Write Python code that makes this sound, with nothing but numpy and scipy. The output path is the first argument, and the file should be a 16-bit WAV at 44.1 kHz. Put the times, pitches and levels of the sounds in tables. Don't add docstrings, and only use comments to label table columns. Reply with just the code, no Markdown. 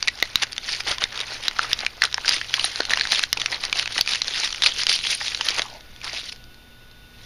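import sys
import numpy as np
from scipy import signal
from scipy.fft import rfft, irfft
from scipy.io import wavfile
from scipy.ndimage import uniform_filter1d, map_coordinates

SR = 44100
rng = np.random.default_rng(int(sys.argv[2]) if len(sys.argv) > 2 else 0)


def wav_record(signal):
    frames = np.transpose(np.atleast_2d(signal))
    bounded = np.clip(frames, -1, 1)
    quanta = np.round(bounded * 32767).astype(np.int16)
    wavfile.write(sys.argv[1], SR, quanta)


def boost(x):
    u = np.asarray(x, float) / 20
    return 10 ** u


N = 319725


def unit(x):
    return x / np.sqrt(np.mean(x ** 2) + 1e-20)


def along(points, hz):
    f, v = np.transpose(points)
    return np.interp(np.log(hz + 1), np.log(f + 1), v)


def wobble(rate):
    knots = rng.standard_normal(int(N * rate / SR) + 4)
    return map_coordinates(knots, [np.arange(N) * rate / SR])


def coloured(x, spectrum):
    size = 4096
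    cepstrum = irfft(np.log(boost(along(spectrum, np.fft.rfftfreq(size, 1 / SR))) + 1e-6))
    cepstrum[1:size // 2] *= 2
    cepstrum[size // 2 + 1:] = 0
    return signal.fftconvolve(x, irfft(np.exp(rfft(cepstrum))))[:N]


def place(starts, rows):
    at = starts[:, None] + np.arange(rows.shape[1])
    return np.bincount(at.ravel(), rows.ravel(), N + SR)[:N]


def columns(events):
    return np.array(events).T[:, :, None]


def pops(s, db, hz, t60, damping, broad, pure=0.2, size=1536):
    t = np.arange(size) / SR
    decay = boost(-60 * (t / np.clip(t60, .002, .06)) ** 1.4)
    fade = decay * (1 - np.exp(-t / 0.0004))
    f = np.fft.rfftfreq(size, 1 / SR)
    flap = 1j * f * damping * hz / (hz * hz - f * f + 1j * f * damping * hz)
    burst = rng.standard_normal((len(s), size)) * fade
    burst[:, 12] = 7
    ring = pure * np.sin(2 * np.pi * hz * t) * fade + irfft(rfft(burst) * (flap + broad))
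    ring = boost(db) * ring / np.abs(ring).max(axis=1, keepdims=True)
    return place(np.round(s[:, 0] * SR).astype(int), ring)


# start_s [s], level_db [dB peak], pitch_hz [Hz]
TURN_SNAPS = [(0.027, 1, 4700), (0.0748, -2.5, 2400), (0.0815, 3, 3940), (0.0858, -4, 1980),
              (0.201, -13, 4100), (0.2256, 2, 1985), (0.254, -16, 4330), (0.3566, 7, 3960),
              (0.4236, -3, 4500), (0.522, -12.5, 4500), (0.53, -9, 4670), (0.58, -3, 3600),
              (0.631, -20, 2300), (0.7537, -14, 3800), (0.8007, -13, 4570), (0.8714, -11, 3580),
              (0.983, -8, 3600), (1.0211, -13, 1440), (1.039, 4, 3700), (1.156, -14, 3730),
              (1.176, -7.5, 3770), (1.203, -5.5, 3830), (1.212, -8, 3770)]
PICK_SNAPS = [(1.4367, -10.5, 3740), (1.4819, 5.5, 4000), (1.5922, -0.5, 1330), (1.715, -11.5, 1730),
              (1.7307, 2.5, 3610), (1.7902, -7, 4020), (1.8644, -1, 2380), (2.0196, 0.5, 1770),
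              (2.0379, 6.5, 5400), (2.052, -2, 4040), (2.074, -22, 1420), (2.1271, -9, 3930),
              (2.143, 3.5, 5300), (2.1795, -10, 1710), (2.2472, -11.5, 1530), (2.2797, 3.5, 4700),
              (2.292, 6, 4900), (2.3097, -4, 4020), (2.3229, -3, 4540), (2.3816, -14, 2580),
              (2.408, -21, 4370), (2.4136, -11, 1710), (2.4447, -15.5, 2950), (2.5402, 2.5, 3360),
              (2.567, -8, 4200), (2.595, -4.5, 3000), (2.643, 2.5, 4030), (2.659, -9, 4280)]
TEAR_SNAPS = [(2.7586, -4.5, 4250), (2.8055, -8.5, 1480), (2.8523, -4.5, 4290), (2.896, -4.5, 3900),
              (2.9349, 1, 1830), (2.9736, -5, 4800), (2.9963, -2.5, 4130), (3.0109, -5.5, 1740),
              (3.072, -6, 3930), (3.1158, -3, 4320), (3.1203, 6, 4030), (3.148, -3, 3750),
              (3.1929, 1, 2680), (3.237, 2.5, 4100), (3.329, 8, 5050), (3.3728, -6, 2520),
              (3.399, -7, 3860), (3.4165, -1.5, 3450), (3.4596, -0.5, 2630), (3.518, -5.5, 5000),
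              (3.637, -9.5, 2550), (3.651, -2, 4550), (3.7277, 2, 2350), (3.7556, -13, 2740),
              (3.796, 0.5, 3080), (3.8577, -7.5, 2550), (3.98, -2, 2980), (4.0107, 7.5, 4600),
              (4.0617, -9, 4700), (4.0753, -5, 2440)]
PEEL_SNAPS = [(4.09, -9, 2400), (4.111, -8, 4000), (4.1245, -10, 3650), (4.135, 0, 3930),
              (4.156, -5.5, 2900), (4.2182, 2, 4140), (4.281, -3, 4240), (4.346, -12, 4730),
              (4.4598, -7, 4900), (4.475, -7, 3300), (4.5274, -10, 3100), (4.546, -10, 3000),
              (4.6215, 3.5, 3920), (4.636, 3.5, 3750), (4.6437, -5.5, 2890), (4.661, 0, 2460),
              (4.818, -8, 4040), (4.8342, 1, 4960), (4.8676, 3, 4820), (4.8948, -1, 3190)]
RELAX_SNAPS = [(5.0688, -4, 3150), (5.212, -10.5, 1810), (5.2813, -2, 3730), (5.3472, -1.5, 4000),
               (5.3742, -10, 4400), (5.41, -1.5, 3030), (5.4675, -10, 4100), (5.487, 4, 4400),
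               (5.5646, -9, 4700), (5.5939, -1, 3350), (5.6192, -3, 3900), (5.808, -22.5, 3800),
               (5.962, -25, 3530), (6.015, -21, 2400), (6.043, -28, 2080), (6.1313, -9.5, 4650),
               (6.1473, -12, 4100), (6.324, -16.5, 2600), (6.4403, -25.5, 4670), (6.544, -28.5, 4240),
               (6.9127, -29, 4200)]
SNAPS = TURN_SNAPS + PICK_SNAPS + TEAR_SNAPS + PEEL_SNAPS + RELAX_SNAPS


def main_creases():
    s, db, hz = columns(SNAPS)
    scatter = np.exp(0.12 * rng.standard_normal((len(s), 1)))
    t60 = 0.0065 * scatter * boost(-0.16 * np.clip(db - 8.5, -6, 15))
    cracks = pops(s, db + 3.0, hz, 1.15 * t60, damping=1.0, broad=hz / 7000, pure=1.2, size=512)
    rattle = pops(s, db - 20, hz, 0.022, damping=1.0, broad=2.0, pure=0, size=1024)
    return cracks + rattle


def fibres():
    s, db, _ = columns(SNAPS)
    spit_db = db - 23.5 + 3.5 * rng.standard_normal((len(s), 1))
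    spit = pops(s, spit_db, 8800, 0.006, damping=0.65, broad=0.15, size=320)
    return coloured(spit, [(6000, -58), (8600, 10.5), (11000, 3), (13000, -24.0)])


# start_s [s], level_db [dB peak], pitch_hz [Hz]
SECOND_FACES = [(0.0813, -7.5, 2070), (0.2267, -4.5, 4000), (1.042, -19, 2070), (1.7314, -2.5, 5160),
                (1.864, -9.5, 4030), (2.0216, -3, 4260), (2.037, -14, 1360), (2.055, -18, 3000),
                (2.2796, -13.5, 2750), (2.292, -4, 6700), (2.415, -18, 3030), (2.5397, -11.5, 1880),
                (2.6456, -28, 1620), (2.8049, -4.5, 4260), (2.9354, -7.5, 4080), (2.9735, -12.5, 2840),
                (3.0102, -3, 4300), (3.1933, -10, 3700), (3.237, -12.5, 1600), (3.3295, -8.5, 2950),
                (3.415, -13, 5900), (3.461, -8, 5570), (3.638, -8.5, 4050), (3.652, -16, 4050),
                (3.7942, -8, 4100), (3.859, -15, 4240), (3.9792, -4.5, 5270), (3.989, -18, 3720),
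                (4.0095, -10, 4370), (4.2185, -10, 6040), (4.526, -12, 5830), (4.6256, -8, 3580),
                (4.6416, -8, 4100), (4.833, -17, 5900), (4.8677, -10, 2970), (5.0663, -17, 3220),
                (5.485, -10, 3220), (5.5948, -10.5, 1850), (5.619, -18, 2200)]


def second_faces():
    return pops(*columns(SECOND_FACES), 0.0052, damping=0.9, broad=0.14, pure=3.25, size=512)


# start_s [s], level_db [dB peak], pitch_hz [Hz]
TICKS = [(0.1892, -12, 3430), (0.3328, -19, 2350), (0.371, -18, 2500), (0.396, -26, 4050),
         (0.401, -16, 4130), (0.4053, -21, 2560), (0.428, -21, 4370), (0.436, -3, 2140),
         (0.4686, -13, 2600), (0.5647, -9, 4300), (0.643, -9, 2480), (0.7143, -8, 4300),
         (0.7492, -5, 2070), (0.836, -13, 2430), (0.8552, -14, 2400), (0.8864, -8, 3400),
         (0.913, 2, 2170), (1.012, -3, 2650), (1.127, -10, 3540), (1.1928, -5, 3490),
         (1.4465, -20, 4080), (1.4681, -13, 3750), (1.5116, -5, 1860), (1.567, -10, 5060),
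         (1.5878, -1, 4300), (1.629, -6, 1360), (1.805, -4, 4860), (1.833, -16, 1410),
         (1.849, -1, 2520), (1.9689, -18, 3780), (2.0502, -6, 3970), (2.1142, -13, 3950),
         (2.175, -10, 3830), (2.2701, -22, 4610), (2.318, -4, 5050), (2.36, -19, 2930),
         (2.375, -14, 3520), (2.3888, -21, 3940), (2.504, -19, 4130), (2.509, -10, 2820),
         (2.545, -2, 4780), (2.5817, -29, 1030), (2.6354, -22, 4000), (2.6995, -23, 3120),
         (2.8198, -6, 1540), (2.958, -4, 2000), (2.987, -4, 1700), (3.035, -4, 4370),
         (3.053, -0.5, 1620), (3.1245, -3, 4870), (3.132, 0, 2500), (3.214, -7, 5580),
         (3.3884, -17, 2410), (3.405, -3, 3760), (3.522, -11, 3800),
         (3.539, -19, 4240), (3.56, -30, 3450), (3.5712, -16, 3880), (3.697, -6, 4100),
              (3.7755, -8, 1700), (3.8272, -1, 2400), (3.876, 0, 2850), (3.922, -7, 4180),
              (3.9552, -13, 4200), (4.0256, -24, 2950), (4.085, -12, 4070), (4.1086, -5, 3830),
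              (4.1287, -5, 3960), (4.1426, -17, 5710), (4.1485, -1, 2840), (4.1915, -15, 3530),
              (4.245, -4, 4180), (4.2934, -20, 3700), (4.3219, -14, 4970), (4.365, -7, 4870),
              (4.3735, -8, 2920), (4.383, -3, 3550), (4.3782, -3, 3680), (4.389, -15, 3730),
              (4.4355, -1, 3650), (4.444, -10, 3630), (4.4642, -17, 2770), (4.4817, -18, 4610),
              (4.4905, -17, 3960), (4.505, -5, 5790), (4.5597, -5, 5460), (4.566, -17, 2950),
              (4.6057, -23, 3290), (4.6166, -25.0, 3570), (4.6725, -2, 2480), (4.7622, -7, 3760),
              (4.8246, -11, 2160), (4.881, -4, 4600), (4.887, -12, 4570), (4.916, 3, 2600),
              (4.9897, -3, 3870), (4.9995, -13, 3860), (5.0114, -10, 2050), (5.0362, -21, 3510),
              (5.05, -2.5, 1880), (5.0624, -13, 2100), (5.1006, -13, 2090), (5.134, 0, 4670),
              (5.264, -12, 4230), (5.2927, -27, 3210), (5.2985, -21.0, 3230), (5.3176, -29, 4330),
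              (5.3352, -29, 3570), (5.562, -10, 4890), (6.0438, -5, 4860), (6.361, -18, 2650)]


def small_creases():
    return pops(*columns(TICKS), 0.006, damping=0.9, broad=0.7, pure=.7, size=384)


def crinkles(high):
    draw = rng.random((380, 3))
    share = np.cumsum(np.sqrt(high))
    at = np.searchsorted(share / share[-1], draw[:, 0])
    db = 20 * np.log10(high[at]) + 11 + 8 * (draw[:, 1] - .5)
    hz = 3700 * 2 ** (1.4 * (draw[:, 2] - .5))
    return pops(*columns(list(zip(at / SR, db, hz))), 0.005, damping=1.0, broad=1.0, size=256)


# start_s [s], level_db [dB peak], pitch_hz [Hz]
KNOCKS = [(0.2258, -13.5, 710), (0.4286, -23, 810), (0.913, -32, 584), (0.9817, -33, 1030),
          (1.646, -25, 1270), (1.834, -24.5, 780), (2.0344, -14, 1410), (2.1818, -16.5, 970),
          (2.289, -26, 920), (2.581, -26, 1060), (2.6442, -26, 780), (2.8032, -10.5, 520),
          (2.9305, -24, 1080), (2.9728, -19, 1020), (3.3706, -26, 860), (3.6366, -28.5, 1170),
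          (3.989, -19, 820), (5.2142, -27.5, 846), (5.4107, -25, 866), (5.5954, -20, 634),
          (6.133, -31.5, 670)]
# pitch_hz [Hz], level_db [dB]
BODY = [(100, -22), (300, 5.5), (600, 2), (1200, 5), (2000, 11), (4000, -13)]


def panel_knocks():
    s, db, hz = columns(KNOCKS)
    t60 = 0.018 * boost(-0.86 * (db + 26))
    return boost(4.5) * coloured(pops(s, db, hz, t60, damping=1.0, broad=0.15, pure=0.71), BODY)


# pitch_hz [Hz], level_db [dB]
EDGE = [(100, -13), (500, -11), (1500, 1), (5000, 0.5), (6300, -3.5), (7900, -15), (8800, -17),
        (10500, -43), (12500, -57), (16000, -56)]


def snaps(high):
    cracks = main_creases() + second_faces() + small_creases() + crinkles(high)
    return coloured(cracks, EDGE) + fibres() + panel_knocks()


# start_s [s], puff_db [dB peak], edge_db [dB peak]
JOLTS = [(0.2265, -48, -14), (0.3577, -24.5, -11), (0.912, -26, -60), (1.0387, -27, -48), (1.484, -35, -29),
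         (1.7305, -28, -19), (2.019, -38, -50), (2.2907, -49, -22), (2.542, -46, -23), (2.936, -52, -30),
         (3.329, -28, -14), (4.0093, -28, -20), (5.487, -58, -38)]


def jolts():
    s, puff_db, edge_db = columns(JOLTS)
    t = np.arange(256) / SR
    puff_s = 0.00053
    puff = -boost(puff_db) * t / puff_s * np.exp(1 - t / puff_s)
    puffs = place(np.round(s[:, 0] * SR).astype(int), puff)
    edges = pops(s, edge_db, 13400, 0.0037, damping=0.64, broad=.3, pure=0, size=256)
    return puffs + coloured(edges, [(9000, -41), (11500, 10), (16000, 1)])


# start_s [s], level_db [dB of rustle]
HANDS = [(0, -43.5), (.6, -44.5), (1.6, -41), (1.95, -47.5), (2.3, -39), (3, -38), (3.3, -44.5),
         (3.45, -41.5), (4.35, -38), (4.6, -36), (5.4, -33.5), (5.68, -46), (5.77, -48.5), (5.83, -57.5),
         (6.3, -42), (6.45, -67.5), (7.05, -67.5), (7.25, -48)]
# start_s [s], low_share_db [dB]
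GRIP = [(0, -7), (.45, -2), (.75, -10), (.95, 0.5), (1.35, -3), (1.8, -1), (2.4, -6.5), (2.65, -10.5),
        (2.9, -1), (3.15, -9.5), (3.55, -0.5), (4.1, -10.5), (4.35, -7.5), (4.7, -10), (5.1, -16.5),
        (5.5, -5.5), (6.06, -2.5), (6.2, -11.5)]
# start_s [s, centre], level_db [dB rms], half_length_s [s]
SQUEEZES = [(0.041, -41, 0.021), (0.221, -43, .048), (0.387, -43, .02), (0.429, -20, .0077),
            (0.715, -28.5, .04), (0.804, -26, .0046), (0.88, -27, .006), (0.901, -26.5, .025),
            (1.026, -26.5, .0097), (1.187, -39.5, .04), (1.332, -35, 0.035), (1.456, -37.5, 0.021),
            (1.624, -33, .026), (1.709, -37, .023), (1.808, -37.5, .037), (2.045, -31, 0.02),
            (2.326, -26, .042), (2.62, -32.5, .066), (2.657, -32, .015), (2.782, -34, 0.027),
            (2.918, -24.5, 0.011), (2.993, -38, .05), (3.128, -20.5, .0066), (3.153, -25.5, .047),
            (3.231, -29, 0.0068), (3.42, -36.5, .03), (3.53, -32, .018),
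            (3.646, -35, .021), (3.786, -26.5, .019), (3.826, -30.5, .0082), (3.914, -35.5, .015),
         (3.98, -26, 0.023), (4.125, -24.5, .033), (4.28, -34, .018), (4.396, -27, .062),
         (4.45, -32, .0081), (4.641, -21, .0069), (4.665, -14, .006), (4.691, -28, 0.016),
         (4.802, -27, .024), (4.899, -18.5, .0068), (4.939, -23, .026), (5.056, -26.5, .015),
         (5.118, -20, .02), (5.255, -32, .039), (5.473, -31.5, 0.025), (5.563, -34.5, .063),
         (5.586, -29, .0088), (6.047, -37.5, .0081), (6.079, -32.5, .022), (6.171, -30, .029),
         (6.258, -38, 0.014), (6.291, -33, 0.0082), (6.327, -41, 0.0046)]


def handling():
    t = np.arange(N) / SR
    steady = boost(np.interp(t, *np.transpose(HANDS)))
    grip = boost(np.clip(np.interp(t, *np.transpose(GRIP)), -24, 3))
    high = steady.copy()
    for s, db, half in SQUEEZES:
        near = slice(max(0, round((s - .3) * SR)), round((s + .3) * SR))
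        distance = np.abs((t[near] - s) / np.clip(half, .003, .1))
        high[near] += boost(db) * np.exp(-.5 * distance ** 2.1)
    low = grip * (high - 0.068 * steady)
    dull = boost(-13.5) * grip * steady
    return high, low, dull


def buckles(rate, spread_db, hz, octaves, cycles, clump_db, size=192):
    draw = rng.random((int(rate * N / SR), 4))
    t = np.arange(size) / SR
    pitch = np.clip(hz * 2 ** (octaves * (draw[:, 1:2] + draw[:, 2:3] - 1)), 100, SR / 3)
    strength = boost(-spread_db * np.log(1 - draw[:, 3:] * .995))
    waves = strength * np.sin(2 * np.pi * pitch * t) * np.exp(-t * pitch / cycles)
    x = place((draw[:, 0] * N).astype(int), waves)
    return unit(x * boost(np.clip(clump_db, 0, 4) * wobble(150)))


def whitened(x):
    hz, power = signal.welch(x, SR, nperseg=256)
    inverse_db = -10 * np.log10(power[1:] / power.max() + 1e-5)
    return coloured(x, list(zip(hz[1:], inverse_db)))


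def patchy(x, depth_db):
    z = signal.stft(x, nperseg=256)[2]
    field = uniform_filter1d(rng.standard_normal(z.shape), size=5, axis=0)
    field = uniform_filter1d(field, size=7, axis=1)
    return signal.istft(z * boost(depth_db * unit(field)), nperseg=256)[1][:N]


# pitch_hz [Hz], level_db [dB per Hz]
PAPER = [(120, -54), (200, -18), (432, -19.5), (1000, -11), (1940, -0.5), (4680, 1.5), (6280, -6),
         (7970, -21), (8740, -14.5), (10300, -15), (12200, -40), (14900, -36), (16000, -47)]


def rustle(high, low, dull):
    folds = whitened(buckles(5500, spread_db=4.3, hz=3800, octaves=1.6, cycles=2, clump_db=2.6, size=112))
    sheet = coloured(patchy(unit(folds) + .45 * rng.standard_normal(N), 2.3), PAPER)
    deep = signal.sosfiltfilt(signal.butter(3, 2300, fs=SR, output="sos"), sheet)
    bright = sheet - deep
    scrape = coloured(buckles(1500, spread_db=3.5, hz=846, octaves=1.19, cycles=7.8, clump_db=6), BODY)
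    body = (dull + 0.3 * low) * unit(scrape)
    return boost(-1.08) * high * unit(bright) + boost(-2.5) * low * unit(deep) + body


# start_s [s, centre], level_db [dB rms], half_length_s [s]
SLIPS = [
    (2.317, -55, .04),
    (2.634, -26.5, 0.021),
    (3.15, -37, 0.029),
    (3.78, -50, 0.048),
    (5.086, -38.5, 0.053),
]


def finger_slips():
    t = np.arange(N) / SR
    slip = sum(boost(db) * np.exp(-.5 * ((t - at) / half) ** 2) for at, db, half in SLIPS)
    rough = rng.standard_normal(N) * boost(10.3 * wobble(200))
    return slip * unit(coloured(rough, [(7800, -25), (8800, 4), (10800, -7), (12000, -47)]))


def slide():
    t = np.arange(N) / SR
    rough = unit(wobble(520) * boost(1.5 * wobble(45)))
    hz = np.interp(t, [5.67, 5.72], [1000, 760])
    tone = np.sin(2 * np.pi * np.cumsum(hz) / SR)
    stroke = np.exp(-((t - 5.7) / 0.086) ** 4)
    reversal = np.abs(np.tanh((t - 5.705) / 0.022))
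    return boost(-40.5) * rough * stroke * reversal * tone


# pitch_hz [Hz], t60_s [s]
WALLS = [(200, .15), (2000, .1), (8000, .06)]


def room(x):
    hz, t, z = signal.stft(rng.standard_normal(SR // 3), SR, nperseg=256)
    decay = boost(-60 * t / along(WALLS, hz)[:, None])
    tail = signal.istft(z * decay, SR, nperseg=256)[1]
    return signal.fftconvolve(np.pad(x, (200, 0)), tail / np.linalg.norm(tail))[:N]


# pitch_hz [Hz], level_db [dB]
AIR = [(22, 0.5), (36, -12), (55, -6.5), (90, -11.5), (150, -16.5), (300, -19), (1200, -26.5),
       (3000, -24.5), (5000, -28.5), (7800, -40.5), (9000, -36), (14800, -37), (15500, -43)]


def room_air():
    return boost(-47 + 0.83 * wobble(2.46)) * unit(coloured(rng.standard_normal(N), AIR))


# pitch_hz [Hz], level_db [dB rms]
HUM = [(55.5, -60), (118.4, -55.5), (236.9, -65), (1470, -59), (3591, -62), (3763, -71)]


def mains_hum():
    t = np.arange(N) / SR
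    beat = np.sin(np.pi * (t - .17) / .4335)
    hum = 0
    for hz, db in HUM:
        depth_db = 2 if hz < 300 else 0.6
        level = boost(db + 3.5 + depth_db * wobble(7.9))
        line = level * np.sin(2 * np.pi * hz * t + 0.2 * wobble(2.28))
        hum = hum + line * (beat if 100 < hz < 150 else 1)
    return hum


def insect():
    t = np.arange(N) / SR
    band = coloured(rng.standard_normal(N), [(2400, -83), (2650, 4), (3050, -7), (3300, -47)])
    return boost(-58.5 + 3 * wobble(2)) * np.sin(np.pi * 9.3 * t) ** 4 * unit(band)


def scene():
    high, low, dull = handling()
    paper = snaps(high) + jolts() + rustle(high, low, dull) + finger_slips() + slide()
    return (paper + boost(-20) * room(paper) + room_air() + mains_hum() + insect())[None]


def treble_gaps(x):
    treble = signal.sosfiltfilt(signal.butter(6, 7200, "high", fs=SR, output="sos"), x)
    now = np.abs(uniform_filter1d(x ** 2, size=64)) + 1e-9
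    past = np.pad(np.abs(uniform_filter1d(x ** 2, size=300)), (290, 0))[:N]
    return x - treble * uniform_filter1d(1. * (past > boost(30) * now), size=48)


def band_gaps(x, under_db):
    hz, _, z = signal.stft(x, SR, nperseg=512)
    power = np.abs(z) ** 2
    band = (hz // 700).astype(int)
    level = np.array([power[band == b].sum(0) for b in range(band.max() + 1)])
    chance = boost(16 * unit(uniform_filter1d(rng.standard_normal(level.shape), size=3)))
    total = power.sum(0)
    loud = total + 1.9 * np.roll(total, 2) + 1.1 * np.roll(total, 4)
    weak = level < boost(2 * under_db) * loud * chance
    faint = level < boost(2 * -68)
    gone = weak[band] & (hz > 7000)[:, None]
    gone |= faint[band] & (hz > 15400)[:, None]
    gone |= (hz > 16450)[:, None]
    return signal.istft(z * ~gone, SR, nperseg=512)[1][:N]


def roll_off(x):
    return signal.sosfilt(signal.butter(12, 16450, fs=SR, output="sos"), x)


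def record(dry):
    ported = signal.lfilter(*signal.iirnotch(7950, 5.5, SR), dry[0])
    flattened = ported / (1 + np.abs(ported / .92) ** 10) ** (1 / 10)
    push = 0.16 * uniform_filter1d(flattened ** 4, size=24)
    thinned = band_gaps(treble_gaps(flattened - push), under_db=-53)
    return roll_off(thinned[None])


dry = scene()
out = record(dry)
wav_record(out)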